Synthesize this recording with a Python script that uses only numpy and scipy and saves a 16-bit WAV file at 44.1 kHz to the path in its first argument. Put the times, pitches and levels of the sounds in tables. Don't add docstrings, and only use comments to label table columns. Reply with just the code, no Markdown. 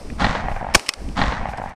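import sys
import numpy as np
from scipy import signal
from scipy.io import wavfile
from scipy.ndimage import uniform_filter1d

SR = 44100
rng = np.random.default_rng(int(sys.argv[2]) if len(sys.argv) > 2 else 0)


def unload_wav(signal):
    wavfile.write(
        sys.argv[1],
        SR,
        np.round(np.clip(np.atleast_2d(signal).T, -1, 1) * 32767).astype(np.int16),
    )


N = 77175
T = np.arange(N) / SR

# centre in seconds, length in seconds, level in dB.
RUSTLES = [(0.54, 0.14, -53), (1.506, 0.049, -50.5), (1.643, 0.055, -54), (1.696, .015, -52)]
# frequency in Hz, relative level in dB.
BRUSH_SPECTRUM = [(500, -6), (5000, 5), (9000, -1), (12000, -6.5), (15000, -13)]
HISS_SPECTRUM = [(100, -18), (1000, -11.5), (5000, -13), (6700, -9), (8500, -4), (12000, -23.5),
                 (16000, -29)]
WIND_SPECTRUM = [(10, 5), (25, -2), (45, 3.5), (80, -5), (140, -17), (220, -9.5), (350, -21.5), (600, -25),
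                 (1200, -47), (4000, -63), (16000, -98)]
# time in seconds, level in dB.
GUSTS = [(0, -39), (.08, -32), (.15, -29.5), (.22, -29), (.36, -34.5), (.45, -27), (.57, -35.5), (.66, -32),
         (.74, -32.5), (.86, -53), (.98, -38), (1.035, -27.5), (1.14, -30.5), (1.28, -23), (1.34, -47),
         (1.41, -26), (1.5, -36.5), (1.75, -35)]
# centre in seconds, level in dB, period in seconds.
BUFFETS = [(0.246, -21, 0.02), (0.488, -34, 0.033), (0.559, -21.5, 0.043), (1.291, -15.5, 0.019)]
# start in seconds, peak in dB, frequency in Hz, 60 dB decay time in seconds.
KNOCKS = [(0.101, -26, 2210, 0.012)]
# seconds after the shot, level in dB.
RUSH_ENVELOPE = [(.1, -60), (.2, -50), (.27, -39), (.32, -42.5), (.345, -27), (.375, -37.5), (.42, -65)]
# delay in seconds, relative level in dB, smear in seconds.
TREES = [(.4325, -6, 0.0024), (0.4433, 4, 0.0099), (0.457, -3.5, 0.0037), (.4688, 9.5, 0.0038),
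         (0.4765, 4.5, 0.0028), (0.491, 3, 0.0021), (0.493, 0.5, 0.0029), (0.519, 0, 0.0036),
         (0.553, -7, 0.006), (0.5759, 2, 0.006), (.666, -9, .003), (.694, -36, 0.0015), (.7095, -1, 0.0019),
         (.721, -8.5, 0.005), (0.741, -5, 0.0018), (0.7868, -1.5, 0.006), (.836, -1.5, 0.006),
         (0.852, -2.5, 0.0013), (0.87, -2, 0.003), (.892, -8.5, 0.002), (0.9133, -6, 0.0016),
         (.929, -17, 0.0028)]
# seconds after the shot, relative level in dB.
WOODS_ENVELOPE = [(.39, -77.5), (.412, -34.5), (.432, -19), (.45, -19.5), (.485, -22), (.51, -22.5),
                  (.59, -23), (.64, -28), (.74, -30), (.77, -34), (.81, -32.5), (.86, -35), (.98, -31)]
# frequency in Hz, relative level in dB.
TRUNK_SPECTRUM = [(30, -1), (220, 3.5), (450, 5.5), (900, 1), (2000, -2.5), (4000, 4), (7000, -17),
                  (16000, -31)]
NEAR_WOODS_SPECTRUM = [(25, 5), (60, -2.5), (220, 2.5), (390, -15.5), (600, -4), (850, 1), (1200, -3.5),
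                       (1900, -6), (2700, -16), (3700, -15.5), (6000, -24), (9000, -35), (12000, -57),
                       (16000, -119)]
FAR_WOODS_SPECTRUM = [(25, -11.5), (60, 2), (220, -5), (390, -21), (600, -3), (780, 4.5), (1200, -8),
                      (1900, -6), (2700, -18), (3700, -26), (6000, -31.5), (9000, -57), (12000, -71),
                      (16000, -80)]
# start in seconds, strength in dB, scrape decay time in seconds.
ACTION_CLICKS = [(0.74, -3.5, 0.0014), (0.7439, -4.5, .002), (0.7954, 13, 0.0016), (0.863, 8, 0.0018),
                 (0.8675, 6.5, 0.0048), (0.8849, 10.5, 0.0044), (.8900, 22.5, 0.00033),
                 (0.8915, 24, 0.0023), (0.9375, 2.5, .0018), (1.089, -22.5, 0.0019), (1.573, -18, 0.011)]
# frequency in Hz, relative level in dB, 60 dB decay time in seconds.
RECEIVER_MODES = [(1432, -3.5, 0.014), (2530, -17.5, 0.075), (3020, -2.5, .02), (3610, -16, 0.025),
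                  (4770, -15.5, 0.021), (5240, -8, 0.045), (6600, -14, 0.013), (6900, -12, .012),
                  (7720, -4, .012), (9700, -29, .016)]
# frequency in Hz, relative level in dB.
CLACK_SPECTRUM = [(100, -16.5), (800, -23.5), (2400, -9), (3800, -17), (5400, -12.5), (7000, -25),
                  (9400, -20.5), (11000, -33.5), (16000, -44)]
GRASS_SPECTRUM = [(100, -7), (400, 10), (900, 10.5), (1600, 1), (2600, 1.5), (3500, -5), (5300, 1.5),
                  (6800, -7.5), (9000, -4.5), (11000, -14.5), (16000, -23.5)]
BLAST_SPECTRUM = [(30, 16.5), (160, -1), (270, 7), (500, 5), (800, 1.5), (2200, 3), (3200, -1), (5400, 0.5),
                  (8000, -5), (11000, -13), (16000, -65)]
# seconds after the shot, level in dB.
GRASS_ENVELOPE = [(.008, -7.5), (.03, -11.5), (.07, -16), (.14, -23.5), (.23, -45.5), (.38, -46), (.7, -70),
                  (1, -66.5)]
# start in seconds, gain of the echo in dB.
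SHOTS = [(-0.225, -1), (0.7466, -1.78)]


def amp(db):
    return 10 ** (np.asarray(db) / 20)


def envelope(points):
    return amp(np.interp(T, *np.transpose(points)))


def unit(x):
    return x / np.sqrt(np.sum(x ** 2) + 1e-20)


def add(mix, start_s, sound):
    at = round(start_s * SR)
    sound = sound[max(-at, 0):]
    part = mix[max(at, 0):][:len(sound)]
    part += sound[:len(part)]


def colour(x, spectrum, size=4096):
    hz, db = np.transpose(spectrum)
    bin_hz = abs(np.fft.fftfreq(size, 1 / SR))
    log_gain = np.log(amp(np.interp(np.log(bin_hz + 1), np.log(hz), db)))
    response = np.exp(np.conj(signal.hilbert(log_gain)))
    taps = np.fft.ifft(response).real[:size // 2]
    return signal.fftconvolve(x, unit(taps))[:len(x)]


def lowpass(x, hz):
    return signal.lfilter(*signal.butter(2, min(hz, SR / 2 - 1), fs=SR), x)


def burst(decay_s, size=2048):
    return unit(rng.choice([-1., 1.], size) * np.exp(-T[:size] / decay_s))


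def clumped_noise(spread_db, clump_samples):
    clumps = uniform_filter1d(rng.standard_normal(N), clump_samples) * np.sqrt(clump_samples)
    return rng.standard_normal(N) * amp(spread_db * clumps)


def rustle(hiss_db=-63.5):
    level = sum(amp(db) * np.exp(-(2 * (T - s) / length) ** 2) for s, length, db in RUSTLES)
    brushes = colour(level * rng.standard_normal(N), BRUSH_SPECTRUM)
    return brushes + amp(hiss_db) * colour(rng.standard_normal(N), HISS_SPECTRUM)


def wind():
    rumble = colour(clumped_noise(spread_db=2, clump_samples=1300), WIND_SPECTRUM)
    return envelope(GUSTS) * unit(rumble) * np.sqrt(N)


def buffets():
    out = np.zeros(N)
    for centre_s, db, period_s in BUFFETS:
        cycles = (T - centre_s) / period_s
        out -= amp(db) * np.exp(-cycles ** 2) * np.sin(2 * np.pi * cycles)
    return out


def damped_mode(hz, t60):
    return np.exp(-np.log(1000) * T / t60) * np.sin(2 * np.pi * hz * T)


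def knocks(rattle_s=0.0023):
    out = np.zeros(N)
    for start_s, db, hz, t60 in KNOCKS:
        knock = signal.fftconvolve(burst(rattle_s), damped_mode(hz, t60))
        add(out, start_s, amp(db) * knock / abs(knock).max())
    return out


def rush(reference_hz=454.7, reference_s=.25, fall_per_s=11, width_hz=223):
    out = np.zeros(N)
    pole = np.exp(-np.pi * width_hz / SR)
    glide_s = np.minimum(T, RUSH_ENVELOPE[-1][0]) - reference_s
    hz = reference_hz * np.exp(-fall_per_s * glide_s)
    carrier = np.exp(2j * np.pi * np.cumsum(hz) / SR)
    for shot_s, _ in SHOTS:
        noise = rng.standard_normal(N) + 1j * rng.standard_normal(N)
        waver = signal.lfilter([1], [1, -2 * pole, pole * pole], noise)
        band = unit((waver * carrier).real) * np.sqrt(N)
        add(out, shot_s, envelope(RUSH_ENVELOPE) * band)
    return out


def branches():
    return unit(clumped_noise(spread_db=3, clump_samples=130)) * np.sqrt(N)


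def trunks(front_s, front_cutoff_hz=4560, dulling_per_s=3.6):
    out = np.zeros(N)
    for delay_s, db, smear_s in TREES:
        reflection = burst(smear_s)
        reflection[0] = -.4
        cutoff_hz = front_cutoff_hz * np.exp(-dulling_per_s * (delay_s - front_s))
        add(out, delay_s, amp(db) * lowpass(unit(reflection), cutoff_hz))
    return colour(out, TRUNK_SPECTRUM)


def woods_echo(front_s=0.52, deep_s=0.69, air_change=0.57, fade_db_per_s=60):
    out = np.zeros(N)
    trunk_paths = trunks(front_s)
    steady_paths = np.sqrt(1 - air_change ** 2) * branches()
    tail_s = np.maximum(T - WOODS_ENVELOPE[-1][0], 0)
    level = envelope(WOODS_ENVELOPE) * amp(-fade_db_per_s * tail_s)
    depth = np.clip((T - front_s) / (deep_s - front_s), 0, 1)
    for shot_s, db in SHOTS:
        paths = trunk_paths + level * (steady_paths + air_change * branches())
        near = colour(paths * (1 - depth), NEAR_WOODS_SPECTRUM)
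        far = colour(paths * depth, FAR_WOODS_SPECTRUM)
        add(out, shot_s, amp(db) * (near + far))
    return out


def gun_action(ring_db=-6):
    blows = np.zeros(N)
    for start_s, db, scrape_s in ACTION_CLICKS:
        add(blows, start_s, amp(db) * burst(scrape_s))
    ring = unit(sum(amp(db) * damped_mode(hz, t60) for hz, db, t60 in RECEIVER_MODES))
    return colour(blows, CLACK_SPECTRUM) + amp(ring_db) * signal.fftconvolve(blows, ring)[:N]


def gas_push(rise_s=0.00026, fall_s=0.0048):
    return np.exp(-T / fall_s) * (1 - np.exp(-T / rise_s))


def muzzle_blast(blast_db=1.5, rise_s=0.0064, hold_until_s=0.011, fall_s=0.0012,
                 push_db=6.5, push_delay_s=.0155):
    out = np.zeros(N)
    shape = np.minimum(T / rise_s, 1) * np.exp(-np.maximum(T - hold_until_s, 0) / fall_s)
    for shot_s, _ in SHOTS:
        add(out, shot_s, amp(blast_db) * colour(shape * rng.standard_normal(N), BLAST_SPECTRUM))
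        add(out, shot_s + push_delay_s, amp(push_db) * gas_push())
        add(out, shot_s, colour(envelope(GRASS_ENVELOPE) * rng.standard_normal(N), GRASS_SPECTRUM))
    return out


def scene():
    pressure = muzzle_blast() + rush() + woods_echo() + gun_action() + knocks()
    return (pressure + wind() + buffets() + rustle())[None]


def ducking_gain(x, threshold_db=-6, slope=11, max_cut_db=20.5,
                 attack_s=0.009, hold_s=0.11, recover_db_per_s=165, window=350):
    power = signal.lfilter(np.ones(window) / window, [1], x ** 2)
    level_db = 10 * np.log10(abs(power) + 1e-12)
    demand_db = np.clip(slope * (level_db - threshold_db), 0, max_cut_db)
    deepest_db = np.maximum.accumulate(demand_db)
    last_rise_s = np.maximum.accumulate(T * (np.diff(deepest_db, prepend=0) > 0))
    recovered_db = recover_db_per_s * np.maximum(T - last_rise_s - hold_s, 0)
    cut_db = np.maximum(deepest_db - recovered_db, 0)
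    pole = np.exp(-1 / (attack_s * SR))
    return amp(-signal.lfilter([1 - pole], [1, -pole], cut_db))


def overload(x, ceiling=.84):
    return x / (1 + (x / ceiling) ** 12) ** (1 / 12)


def record(dry, mic_top_hz=13600, fade_s=0.059, band_edge_hz=15500):
    pressure = dry[0]
    clipped = overload(pressure * ducking_gain(pressure))
    faded = lowpass(clipped, mic_top_hz) * np.minimum((T[-1] - T) / fade_s, 1)
    band_limit = signal.firwin(255, band_edge_hz, window=("kaiser", 9), fs=SR)
    return signal.fftconvolve(faded, band_limit, "same")[None]


dry = scene()
out = record(dry)
unload_wav(out)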